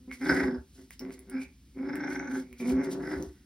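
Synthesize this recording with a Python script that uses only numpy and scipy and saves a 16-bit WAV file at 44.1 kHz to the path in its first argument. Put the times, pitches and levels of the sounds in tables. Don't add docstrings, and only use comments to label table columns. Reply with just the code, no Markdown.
import sys
import numpy as np
from scipy import signal
from scipy.fft import rfft, irfft, next_fast_len
from scipy.io import wavfile
from scipy.ndimage import map_coordinates

SR = 44100
rng = np.random.default_rng(int(sys.argv[2]) if len(sys.argv) > 2 else 0)


def waveform_to_disk(signal):
    frames = np.transpose(np.atleast_2d(signal))
    scaled = np.clip(frames, -1, 1) * 32767
    samples = np.round(scaled).astype(np.int16)
    wavfile.write(sys.argv[1], SR, samples)


N = 152145
T = np.arange(N) / SR


def amp(db):
    return 10 ** (np.asarray(db) / 20)


def unit(x):
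    return x / np.sqrt(np.mean(x ** 2) + 1e-20)


def along(points, at):
    return np.interp(at, *np.transpose(points))


def wobble(rate):
    knots = rng.standard_normal(int(N * rate / SR) + 4)
    return map_coordinates(knots, [T * rate])


def filtered(x, response):
    m = next_fast_len(N + SR // 2)
    f = np.fft.rfftfreq(m, 1 / SR)
    return irfft(rfft(x, m) * response(f), m)[..., :N]


def peak(f, hz, width):
    return 1j * f * width / (hz * hz - f * f + 1j * f * width)


def ring(x, hz, width):
    return unit(filtered(x, lambda f: peak(f, hz, width) ** 3))


def gliding(x, hz, width):
    phase = 2 * np.pi * np.cumsum(hz) / SR
    carriers = np.array([np.cos(phase), np.sin(phase)])
    lowered = filtered(carriers * x, lambda f: 1 / (1 + 2j * f / width) ** 2)
    return unit((carriers * lowered).sum(axis=0))


def noise(spectrum):
    logged = [(np.log(hz), db) for hz, db in spectrum]
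    return unit(filtered(rng.standard_normal(N), lambda f: amp(along(logged, np.log(f + 1)))))


# frequency_hz, density_db [dB per Hz]
HOUSE_SPECTRUM = [(30, -40), (58, 4), (95, -14), (250, -13), (600, -43), (5000, -37), (15500, -46)]
HOUSE_DB = -55


def house():
    return amp(HOUSE_DB) * noise(HOUSE_SPECTRUM)


# frequency_hz, t60_s
ROOM_T60 = [(200, 0.22), (10000, 0.099)]


def room(x):
    hz, t, bins = signal.stft(rng.standard_normal(SR // 2), SR, nperseg=256)
    decay = amp(-60 * t / along(ROOM_T60, hz)[:, None])
    tail = signal.istft(bins * decay, SR, nperseg=256)[1]
    delayed = np.pad(x, (200, 0))
    return signal.fftconvolve(delayed, tail / np.linalg.norm(tail))[:N]


# start_s, level_db (before the slow onset shapes the thud)
THUMPS = [(.305, -26), (.425, -27), (.57, -32), (2.72, -24), (3.16, -27), (3.262, -30)]
THUMP_HZ, THUMP_RISE_S, THUMP_T60_S = 68, .012, .17


def thumps():
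    out, t = np.zeros(N + SR), T[:SR // 2]
    onset = 1 - np.exp(-(t / THUMP_RISE_S) ** 2)
    thud = onset * amp(-60 * t / THUMP_T60_S) * np.sin(2 * np.pi * THUMP_HZ * t)
    for start_s, level_db in THUMPS:
        out[round(start_s * SR):][:len(t)] += amp(level_db) * thud
    return out[:N]


# peak_s, length_s, level_db (at the peak, before the grain)
SCUFFS = [(0.14, 0.062, -53.5), (0.335, 0.33, -49.5), (0.787, 0.25, -65), (0.93, 0.049, -56),
          (1.134, 0.047, -56.5), (1.424, 0.074, -56), (2.13, 0.12, -55.5), (2.362, 0.15, -53.5),
          (2.608, 0.083, -56), (2.694, 0.12, -49), (2.845, 0.05, -52), (2.923, 0.053, -46),
          (3.14, 0.48, -60)]
# frequency_hz, density_db [dB per Hz]
FUR_SPECTRUM = [(500, -32.5), (3000, 1), (5500, 6), (10000, 2), (15500, -6.5)]


def scuffs():
    swell = sum(amp(level_db) * np.exp(-(3 * (T - peak_s) / length_s) ** 2)
                for peak_s, length_s, level_db in SCUFFS)
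    grain = amp(2.5 * wobble(150))
    return swell * grain * noise(FUR_SPECTRUM)


# start_s, level_db (of the ring before decay), ring_hz
CLAWS = [(0.9073, -35, 2060), (0.9941, -30, 5530), (1.1922, -39, 10500), (1.2982, -36, 9460),
         (1.956, -29, 1785), (2.5283, -40, 2235), (2.6999, -33.5, 2326), (3.2256, -34, 5990)]
TICK_T60_S, RING_T60_S = .014, .008


def claws():
    out, t = np.zeros(N + SR), T[:2000]
    for start_s, level_db, ring_hz in CLAWS:
        bright_noise = np.diff(rng.standard_normal(len(t) + 1)) / 3
        crack = amp(-60 * t / TICK_T60_S) * bright_noise
        ringing = amp(-60 * t / RING_T60_S) * np.sin(2 * np.pi * ring_hz * t)
        out[round(start_s * SR):][:len(t)] += amp(level_db) * (crack + ringing)
    return out[:N]


# start_s, level_db (the strongest sets the peak of the whole layer)
CROAKS = [(0.1146, -30.5), (1.0116, -46), (1.035, -56), (1.051, -41), (1.0972, -44), (1.1068, -38),
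          (1.1801, -50)]
# time_s, centre_hz
UPPER_MOUTH = [(.12, 2184), (.5, 1936), (1.3, 2123), (1.43, 2407), (1.95, 2094), (2.2, 2186), (2.42, 2140),
               (2.55, 2360), (3.0, 1960)]
UPPER_WIDTH_HZ = 350
LOWER_HZ, LOWER_WIDTH_HZ = 1525, 360


def croaks():
    pulses = np.zeros(N)
    for start_s, level_db in CROAKS:
        pulses[round(start_s * SR)] = amp(level_db)
    upper = gliding(pulses, along(UPPER_MOUTH, T), UPPER_WIDTH_HZ)
    lower = unit(filtered(pulses, lambda f: peak(f, LOWER_HZ, LOWER_WIDTH_HZ)))
    rung = upper + lower
    return rung * pulses.max() / np.abs(rung).max()


# time_s, flaps_so_far [count], depth [0-1]
FLAPS = [(.228, 0, .3), (.4, 5, .7), (1.3, 29, .2), (1.86, 44, .7), (2.078, 50, 1), (2.355, 57, 1),
         (2.58, 63, .1)]


def flapping():
    time_s, count, depth = np.transpose(FLAPS)
    return np.interp(T, time_s, depth) * np.cos(np.pi * np.interp(T, time_s, count)) ** 4


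FLUTTER_DB, FLUTTER_PER_S = 3, 60


def flutter():
    return amp(FLUTTER_DB * np.tanh(wobble(FLUTTER_PER_S)))


# time_s, level_db, lower_mouth_db, upper_mouth_db (both over level_db)
GROWLS = [(0.074, -61.5, -34, -32), (0.081, -39.5, -42, -43), (0.117, -52.5, -13, 9.5),
          (0.193, -58, -30, -16), (0.215, -34, -13.5, -11.5), (0.291, -35.5, -1, -8),
          (0.298, -24, -4.5, -13.5), (.36, -30, -9.5, -9.5), (.41, -28, -10.5, -8),
          (0.557, -36, -18.5, -32), (0.701, -94.5, -4, -29), (0.793, -51.5, -17, -17),
          (0.983, -101, -38, -24), (1.009, -41, -17, -15.5), (1.07, -43.5, -28, -21), (1.2, -61, -41, -8.5),
          (1.268, -61, -17, -19), (1.329, -44, -3, -7.5), (1.342, -32.5, -12, -17.5),
          (1.439, -51.5, -13, 0.5), (1.549, -81, -29, -1), (1.731, -76, -33, -14),
          (1.769, -40.5, -28, -24.5), (1.87, -33, -17, -20), (2.149, -35, -12, -14.5),
          (2.38, -37.5, -12, -23), (2.481, -59.5, -53, -12.5), (2.535, -50.5, -31, -15),
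          (2.586, -67, -3, 3), (2.603, -37, -29, -9.5), (2.72, -29, -23, -27), (2.851, -35.5, -14.5, -12.5),
          (2.98, -36.5, -24, -32), (3.041, -37.5, -10, -10.5), (3.149, -36.5, -7, -10.5),
          (3.22, -39, -33, -31), (3.38, -74.5, 0, -2)]
# time_s, pitch_hz
PITCH = [(.2, 252.8), (.28, 321.8), (.31, 270.3), (.42, 286.8), (.5, 245.9), (1.2, 264.9), (1.28, 199.4),
         (1.33, 268.6), (1.76, 271), (2.05, 285.3), (2.1, 304.9), (2.2, 271.1), (2.6, 243.2), (2.8, 267.2),
         (3.1, 297.3)]
# time_s, roughness [0-1]
ROUGHNESS = [(.2, .2), (.32, .6), (1.25, .8), (1.33, .25), (2.2, .3), (2.8, .35), (2.88, .75)]
# centre_hz, width_hz, gain_db
CHEST = [(197.7, 67, 21), (259.3, 92, 19.5), (490, 79, -5.5)]
# time_s, centre_hz
NOSE = [(1.85, 5160), (2.4, 6421), (3.2, 5000)]
NOSE_WIDTH_HZ, NOSE_DB = 700, -14
PALATE_HZ, PALATE_WIDTH_HZ, PALATE_DB = 3620, 1730, -23
THROAT_HZ, THROAT_WIDTH_HZ, THROAT_DB = 804.6, 168, -12.5
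BOOM_HZ, BOOM_WIDTH_HZ, BOOM_DB = 374, 45, -4.5
CHEST_TOP_HZ, MOUTH_TOP_HZ = 950, 2550
BREATH_SHARE = .3
WAVER, JITTER = .038, .18
SCATTER_DB, ALTERNATE_DB = 4, 4
RATTLE_DIP, RATTLE_DB = .7, 10


def growls():
    rows, rough, flap = np.array(GROWLS), along(ROUGHNESS, T), flapping()
    level_db, lower_db, upper_db = (np.interp(T, rows[:, 0], column) for column in rows.T[1:])
    cycles = np.cumsum(along(PITCH, T) * (1 + WAVER * wobble(FLUTTER_PER_S))) / SR
    whole = cycles.astype(int)
    phase = cycles - whole
    tone = unit(flutter() * np.sin(2 * np.pi * cycles))

    scatter_db = SCATTER_DB * rng.uniform(-2.6, 1, N)
    size = amp(scatter_db + ALTERNATE_DB * (np.arange(N) % 2))[whole]
    starts = np.flatnonzero(np.diff(whole))
    period = SR / along(PITCH, T[starts])
    slip = JITTER * rough[starts] * period * rng.standard_normal(len(starts))
    pulses = np.bincount(np.clip(starts + slip, 0, N - 1).astype(int), size[starts], N)
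    rattle = amp(RATTLE_DB * flap)
    rattled_pulses = pulses * rattle

    def breath():
        puff = size * (1 - phase) ** 2
        return unit(puff * flutter() * rattle * rng.standard_normal(N))

    def mouth(resonate):
        mixed = (1 - BREATH_SHARE) * resonate(rattled_pulses) + BREATH_SHARE * resonate(breath())
        return unit(filtered(mixed, lambda f: 1 / (1 + (f / MOUTH_TOP_HZ) ** 10)))

    def chest_response(f):
        body = sum(amp(gain_db) * peak(f, hz, width) for hz, width, gain_db in CHEST)
        return body / (1 + 1j * f / CHEST_TOP_HZ) ** 2

    chest = unit(filtered(pulses, chest_response))
    boom = amp(BOOM_DB) * ring(pulses, BOOM_HZ, BOOM_WIDTH_HZ)
    voice = np.sqrt(1 - rough) * tone + np.sqrt(rough) * (chest + boom)

    throat = mouth(lambda x: ring(x, THROAT_HZ, THROAT_WIDTH_HZ))
    lower = mouth(lambda x: ring(x, LOWER_HZ, LOWER_WIDTH_HZ))
    upper = mouth(lambda x: gliding(x, along(UPPER_MOUTH, T), UPPER_WIDTH_HZ))
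    nose = amp(NOSE_DB) * gliding(breath(), along(NOSE, T), NOSE_WIDTH_HZ)
    palate = amp(PALATE_DB) * ring(breath(), PALATE_HZ, PALATE_WIDTH_HZ)
    opened = amp(THROAT_DB + lower_db / 2) * throat
    opened += amp(lower_db) * (lower + nose + palate)
    opened += amp(upper_db) * upper
    return amp(level_db) * ((1 - RATTLE_DIP * flap) * voice + opened)


# frequency_hz, lead [radians]
PORT_LEAD = [(300, 0), (1200, -.4), (2600, .5), (5000, .7), (7250, 3.14), (16700, 12.56)]
# frequency_hz, tilt_db
PORT_TILT = [(450, .3), (800, 5.5), (1200, -1), (3500, -3), (5200, 0)]
# frequency_hz, likeness [0-1]
PORT_ALIKE = [(80, 1), (400, .975), (750, .5), (1600, .97), (3200, .6), (5200, .88)]


def ports(shared, differing):
    side = np.array([[.5], [-.5]])

    def port(f):
        return amp(side * along(PORT_TILT, f)) * np.exp(1j * side * along(PORT_LEAD, f))

    def angle(f):
        return np.arccos(np.clip(along(PORT_ALIKE, f), 0, 1)) / 2

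    common = filtered(shared, lambda f: port(f) * np.cos(angle(f)))
    opposed = filtered(differing, lambda f: 2 * side * port(f) * np.sin(angle(f)))
    return common + opposed


ROOM_DB = -7


def scene():
    near = growls() + croaks() + scuffs() + claws()
    shared = near + amp(ROOM_DB) * room(near) + thumps() + house()
    differing = room(near) + house()
    return ports(shared, differing)


MIC_LOW_HZ, TOP_HZ = 39, 15900


def record(dry):
    return filtered(dry, lambda f: (f < TOP_HZ) / (1 + MIC_LOW_HZ / (1j * f + 1)) ** 2)


dry = scene()
out = record(dry)
waveform_to_disk(out)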